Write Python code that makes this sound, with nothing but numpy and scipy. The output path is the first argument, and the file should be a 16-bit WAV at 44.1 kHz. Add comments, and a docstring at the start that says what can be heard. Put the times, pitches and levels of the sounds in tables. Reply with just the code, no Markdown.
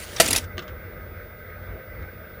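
"""Outdoors, close to a homemade ball launcher. The catch slips and the plunger slams into the pipe,
exciting its normal modes under a noisy crack. Loose steel parts scrape by friction and rattle by
repeated impact, the frame shudders, and a ball settles on a tray with faint knocks. Distant machinery
drones over a low rumble and a faint hiss; a thin electronic whine sits at the top."""
import sys
import numpy as np
from scipy import signal
from scipy.fft import rfft, irfft, next_fast_len
from scipy.io import wavfile
from scipy.ndimage import uniform_filter1d, map_coordinates

SR = 44100
rng = np.random.default_rng(int(sys.argv[2]) if len(sys.argv) > 2 else 0)


def generate_wav(sig):
    """Save sig (samples, or channels by samples) to the path in sys.argv[1] as 16-bit PCM at SR."""
    pcm = np.round(np.clip(np.atleast_2d(sig).T, -1, 1) * 32767).astype(np.int16)
    wavfile.write(sys.argv[1], SR, pcm)


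N = 105840
T = np.arange(N) / SR


def amp(db):
    """Amplitude ratio of a level in decibels."""
    return 10 ** (np.asarray(db) / 20)


def unit(x):
    """Normalisation to an rms of 1."""
    return x / np.sqrt(np.mean(x ** 2) + 1e-20)


def envelope(times, db):
    """Gain interpolated in decibels, zero outside the given times."""
    return amp(np.interp(T, times, db)) * (T >= times[0]) * (T <= times[-1])


def wobble(rate):
    """Smooth random modulation with rate knots a second."""
    return map_coordinates(rng.standard_normal(int(N * rate / SR) + 4), [T * rate])


def filtered(x, response):
    """Linear filtering: the spectrum of x times a frequency response."""
    size = next_fast_len(len(x) + 8192)
    return irfft(rfft(x, size) * response(np.fft.rfftfreq(size, 1 / SR)), size)[:len(x)]


def shelf(x, treble_db, corner_hz=12000):
    """Shelving filter: what a two-pole low-pass rejects is scaled by treble_db."""
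    low = filtered(x, lambda f: 1 / (1 + 1j * f / corner_hz) ** 2)
    return low + amp(treble_db) * (x - low)


def noise(spectrum, size=N, patchy_db=0):
    """Coloured noise of rms 1, modulated in random patches of time and frequency."""
    cells = signal.stft(rng.standard_normal(size + 512), nperseg=512)[2]
    patches = uniform_filter1d(rng.standard_normal(cells.shape), 4, axis=0)
    patches = unit(uniform_filter1d(patches, 12, axis=1))
    white = signal.istft(cells * amp(patchy_db * patches), nperseg=512)[1][:size]
    hz, db = np.transpose(spectrum)
    return unit(filtered(white, lambda f: amp(np.interp(np.log(f + 1), np.log(hz + 1), db, -120, -120))))


def decay(t, t60, hold_s=0):
    """Exponential damping: steady for hold_s, then down 60 dB every t60 seconds."""
    return amp(-60 * np.maximum(t - hold_s, 0) / t60)


def ring(modes, t, scatter_db, hold_s=0):
    """Modal superposition: damped sinusoids, each with a random spread in level."""
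    return sum(amp(db + rng.normal(0, scatter_db)) * decay(t, t60, hold_s) * np.sin(2 * np.pi * hz * t)
               for hz, db, t60 in modes)


def add(x, start_s, piece):
    """Superposition of a piece on x from start_s."""
    x[round(start_s * SR):][:len(piece)] += piece


# Rumble spectrum: f/Hz, spectral level/dB
RUMBLE_SPECTRUM = [(12, -50), (20, -20), (37, -10.5), (55, -1), (68, -6.5), (78, -3), (92, 2), (108, -12),
                   (125, -11.5), (160, -42)]
# Rumble envelope: t/s, level/dB
RUMBLE_ENVELOPE = [(0.0, -60), (0.01, -47.5), (0.34, -33.5), (0.53, -43), (0.56, -36), (0.62, -44.5),
                   (0.75, -35), (0.79, -42), (1.65, -42), (1.71, -34.5), (1.86, -57.5), (1.88, -41),
                   (2.03, -36.5), (2.12, -49), (2.17, -43), (2.4, -43.5)]
def rumble():
    """Amplitude modulation of low-frequency noise gives a lumpy rumble."""
    return envelope(*np.transpose(RUMBLE_ENVELOPE)) * noise(RUMBLE_SPECTRUM)


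# Drone spectrum: f/Hz, spectral level/dB
DRONE_SPECTRUM = [(71, -30.5), (120, -0.5), (206, -4), (242, -3.5), (259, -14.5), (334, -5.5), (387, -5.5),
                  (507, 0), (550, -8.5), (596, -1), (710, -13.5), (1050, -20), (1220, -11), (1570, -6),
                  (1700, -13.5), (2060, -10), (3000, -34), (3900, -62.5), (6600, -120)]
# Drone envelope: t/s, level/dB
DRONE_ENVELOPE = [(0, -44.5), (.8, -42), (1.1, -43.5), (1.21, -42), (1.36, -45.5), (1.52, -42.5),
                  (1.6, -43.5), (1.7, -41.5), (1.8, -42), (1.86, -45), (1.93, -43.5), (2.03, -42),
                  (2.18, -44.5), (2.4, -43)]
# Machine hums: f/Hz, mean level/dB
HUM_BANDS = [(522.2, -58.5), (586.8, -64), (1260, -58), (1534, -55.5), (2003, -56.5), (2169, -61)]
# Far hiss: f/Hz, spectral level/dB
HISS_SPECTRUM = [(1500, -39), (2600, -2.5), (3030, -5), (3550, 3), (4100, -6), (4600, -4), (8300, -20.5),
                 (10800, -23.5), (11500, -34), (12800, -19), (14600, -6), (15600, -13.5), (15900, -47.5)]
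def machinery(hum_width_hz=9):
    """Resonance: a distant drone with wavering narrow-band hums; a far hiss swells along with it."""
    level_db = np.interp(T, *np.transpose(DRONE_ENVELOPE))
    swell_db = level_db - level_db.mean()
    drone = amp(level_db) * noise(DRONE_SPECTRUM, patchy_db=1.93)
    hums = np.zeros(N)
    for hz, db in HUM_BANDS:
        band = filtered(rng.standard_normal(N), lambda f: 1 / (1 + ((f - hz) / hum_width_hz) ** 2))
        hums += amp(db + swell_db) * unit(band)
    hiss = amp(-63.5 + 0.3 * swell_db) * noise(HISS_SPECTRUM, patchy_db=1.5)
    return drone + hums + hiss


def whine(hz=15000, db=-48):
    """An electronic pure tone with slight amplitude modulation."""
    return amp(db + 0.3 * wobble(25)) * np.sin(2 * np.pi * hz * T)


def reflections(x, db=-16, t60=0.13):
    """Convolution with a short, weak impulse response of the ground and nearby walls."""
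    t = T[:SR // 4]
    tail = decay(t, t60) * noise([(100, 0), (3000, -6), (16000, -7.5)], size=len(t))
    delayed = np.pad(x, (150, 0))  # 3.4 ms
    return amp(db) * signal.fftconvolve(delayed, tail / np.linalg.norm(tail))[:N]


# Frame vibration: f/Hz, spectral level/dB
FRAME_SPECTRUM = [(90, -12.5), (200, 3), (350, -2.5), (650, -4.5), (1000, -13.5), (1600, -41.5)]
# Shudder envelope: t/s, level/dB
FRAME_ENVELOPE = [(.2, -57.5), (.225, -37), (.3, -31.5), (.38, -37.5), (.415, -48), (.5, -57)]
def frame_shudder():
    """Random vibration of the frame builds after the blow and dies away."""
    return envelope(*np.transpose(FRAME_ENVELOPE)) * noise(FRAME_SPECTRUM)


# Squeaks: centre t/s, duration/s, f/Hz, level/dB, phase wander/rad
SQUEAK_TONES = [(.025, .03, 9050, -45, 3.5), (.14, 0.041, 10620, -49, 1.2)]
def squeaks():
    """Friction tones of the moving parts, wavering in level and phase under Gaussian envelopes."""
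    x = np.zeros(N)
    for centre, length, hz, db, wander in SQUEAK_TONES:
        gain = amp(db + 3.56 * wobble(120)) * np.exp(-2 * ((T - centre) / length) ** 2)
        x += gain * np.sin(2 * np.pi * hz * T + wander * wobble(300))
    return x


# Friction noise: f/Hz, spectral level/dB
SCRAPE_SPECTRUM = [(120, -44.5), (200, -14.5), (520, -7), (1010, -12), (1330, -7), (2110, -5.5),
                   (3940, -10.5), (10800, -15.5), (16200, -30)]
# Course of the slide: t/s, level/dB, treble gain/dB
SCRAPE_ENVELOPE = [(0, -40, 2), (.04, -40, 2.5), (.07, -42.5, -1.5), (.155, -42.5, 1.5), (.167, -34, -12),
                   (.197, -36.5, -4), (.203, -25, 5.5), (.24, -26, 2), (.275, -29.5, 2), (.3, -34.5, 4.5),
                   (.345, -29, 1), (.385, -31, -2), (.41, -47.5, 0.5), (.45, -47.5, -5), (.465, -63, -12)]
def scrape():
    """Sliding friction: broadband noise, made gritty by fast amplitude modulation."""
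    times, db, treble_db = np.transpose(SCRAPE_ENVELOPE)
    grit = unit(noise(SCRAPE_SPECTRUM, patchy_db=2) * amp(1.5 * wobble(300)))
    return envelope(times, db) * shelf(grit, np.interp(T, times, treble_db))


# Tray modes: f/Hz, level/dB, T60/s
TRAY_MODES = [(212, -6.5, 0.13), (344, 1.5, 0.1), (653, 0.5, 0.031), (1200, 5.5, 0.035), (1400, -6, 0.027),
              (2890, -7, 0.021), (6340, 0.5, 0.016)]
# Contact noise of the ball: f/Hz, spectral level/dB
TAP_SPECTRUM = [(470, -37), (800, -21), (1390, -6), (3530, -6.5), (6550, -19.5), (11500, -34), (16200, -45)]
# Ball impacts: t/s, level/dB, rustle time constant/s, treble gain/dB
BALL_IMPACTS = [(0.572, -36.5, 0.00093, 6), (0.58, -18.5, 0.0032, -1.5), (0.591, -24.5, 0.0076, -5.5),
                (0.622, -38.5, 0.011, 3), (0.679, -35, 0.011, -14), (2.025, -46, 0.0046, -10.5)]
def ball_knocks():
    """Impact excitation: a settling ball gives the tray a dull ring and a brief rustle."""
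    x, t = np.zeros(N), T[:SR // 8]
    attack = 1 - np.exp(-t / 0.00037)
    for start, db, tau, treble_db in BALL_IMPACTS:
        rustle = np.exp(-t / tau) * shelf(noise(TAP_SPECTRUM, size=len(t), patchy_db=2.5), treble_db)
        tray = ring(TRAY_MODES, t, scatter_db=2.5)
        add(x, start, amp(db) * attack * (0.2 * tray + 0.47 * rustle))
    return x


# Resonances of the loose steel: f/Hz, bandwidth/Hz, level/dB
STEEL_MODES = [(2506, 70, -5), (3540, 88, -5.5), (4824, 70, -1), (5554, 60, -2.5), (5890, 80, -4.5),
               (6896, 53, -4.5), (8260, 110, -2), (9520, 110, -3), (10400, 70.6, -2), (11185, 75, -9),
               (12250, 76, -9.5)]
def steel_response(f, focus_hz, focus_octaves=0.1):
    """Second-order resonators of alternating sign, weighted towards those near focus_hz."""
    response = 0
    for k, (hz, width, db) in enumerate(STEEL_MODES):
        weight = amp(db) * np.exp(-(np.log2(hz / focus_hz) / focus_octaves) ** 2 / 2)
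        resonance = 1j * f * width / (hz ** 2 - f ** 2 + 1j * f * width)
        response += (-1) ** k * weight * resonance
    return response


# Contact noise of steel: f/Hz, spectral level/dB
JANGLE_SPECTRUM = [(470, -30), (800, -5.5), (1640, -19.5), (1880, -5), (3040, -5), (5700, 0.5),
                   (7150, -6.5), (10300, -4), (16200, -19.5)]
# Clinks: t/s, level/dB, focus f/Hz, chatter hold/s, treble gain/dB, ring gain/dB
STEEL_IMPACTS = [(0.163, -21, 6200, 0.0035, -26, -1), (0.184, -27.5, 3580, 0.0043, -24.5, 4),
                 (0.218, -17, 12700, 0.0022, -0.5, 3), (.260, -12, 6650, 0.0051, -14, -4),
                 (0.277, -16, 3450, .003, 6, -6.5), (.2845, -13.5, 8260, .006, -7.5, 2.5),
                 (0.3058, -8, 10900, 0.0079, 1, -4), (0.3293, -6, 10340, .005, 1, -2.5),
                 (.350, -16.5, 2500, .005, -2, -1.5), (0.3604, -5.5, 6800, 0.0055, 1, -8.5),
                 (.367, -12, 4785, .004, -2, -7.5), (0.3766, -10.5, 10180, 0.0033, -4.5, -3.5),
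                 (0.383, -15.5, 5910, .002, -1, -3), (0.44, -32.5, 4100, 0.0019, -16, -5.5)]
def steel_rattle(contacts_per_s=400, t60=0.028):
    """Forced response: in each clink, random contacts drive the steel's resonances over broad noise."""
    x, t = np.zeros(N), T[:SR // 8]
    for start, db, focus_hz, hold_s, treble_db, ring_db in STEEL_IMPACTS:
        shape = (1 - np.exp(-t / 0.000504)) * decay(t, t60, hold_s)
        contacts = rng.random(len(t)) < contacts_per_s / SR
        chatter = contacts * rng.standard_normal(len(t)) * shape
        chatter[1] = 2.5  # the firm first contact
        ringing = shape * filtered(chatter, lambda f: steel_response(f, focus_hz))
        ringing /= np.abs(ringing).max()
        jangle = shape * shelf(noise(JANGLE_SPECTRUM, size=len(t), patchy_db=3.5), treble_db)
        add(x, start, amp(db) * (0.59 * amp(ring_db) * ringing + 0.25 * jangle))
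    return x


# Pipe modes: f/Hz, level/dB, T60/s
PIPE_MODES = [(185.2, -14.5, 0.05), (346, -13.5, 0.054), (488, -7.5, 0.051), (670, -2.5, 0.028),
              (983, -16, 0.069), (1336, -6, .02), (1935, -11.5, 0.03), (2495, -12, .03),
              (2807, -7.5, 0.032), (3566, -18.5, .04), (4560, -9, 0.02), (5370, -14.5, .04),
              (6400, -12, 0.037), (8820, -10, 0.031)]
# Crack of the blow: f/Hz, spectral level/dB
CRACK_SPECTRUM = [(200, -29.5), (600, -8.5), (1100, -16.5), (2700, -6), (4500, -6.5), (6500, -9.5),
                  (9000, -9), (13000, -16.5), (16300, -28.5)]
def plunger_slam(start_s=0.1998, gain_db=-6):
    """Free vibration: the struck pipe rings under a noisy crack until the plunger damps it."""
    x, t = np.zeros(N), T[:SR // 4]
    attack = 1 - np.exp(-t / 0.00033)
    crack = amp(-4.5) * decay(t, t60=0.055, hold_s=0.0065) * noise(CRACK_SPECTRUM, size=len(t))
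    pipe = ring(PIPE_MODES, t, scatter_db=1.5, hold_s=0.0081)
    add(x, start_s, amp(gain_db) * attack * (0.73 * pipe + crack))
    return x


def scene():
    """Superposition of the impacts, their reflections, the moving parts and the background."""
    impacts = plunger_slam() + steel_rattle() + ball_knocks()
    launcher = impacts + reflections(impacts) + scrape() + squeaks() + frame_shudder()
    background = rumble() + machinery() + whine()
    return (launcher + background)[None]


def record(dry):
    """Soft saturation rounds the loudest peaks; an ideal low-pass limits the band."""
    ceiling, hardness, cutoff_hz = 1.06, 3.8, 16370
    saturated = dry[0] / (1 + np.abs(dry[0] / ceiling) ** hardness) ** (1 / hardness)
    return filtered(saturated, lambda f: f < cutoff_hz)[None]


dry = scene()
out = record(dry)
generate_wav(out)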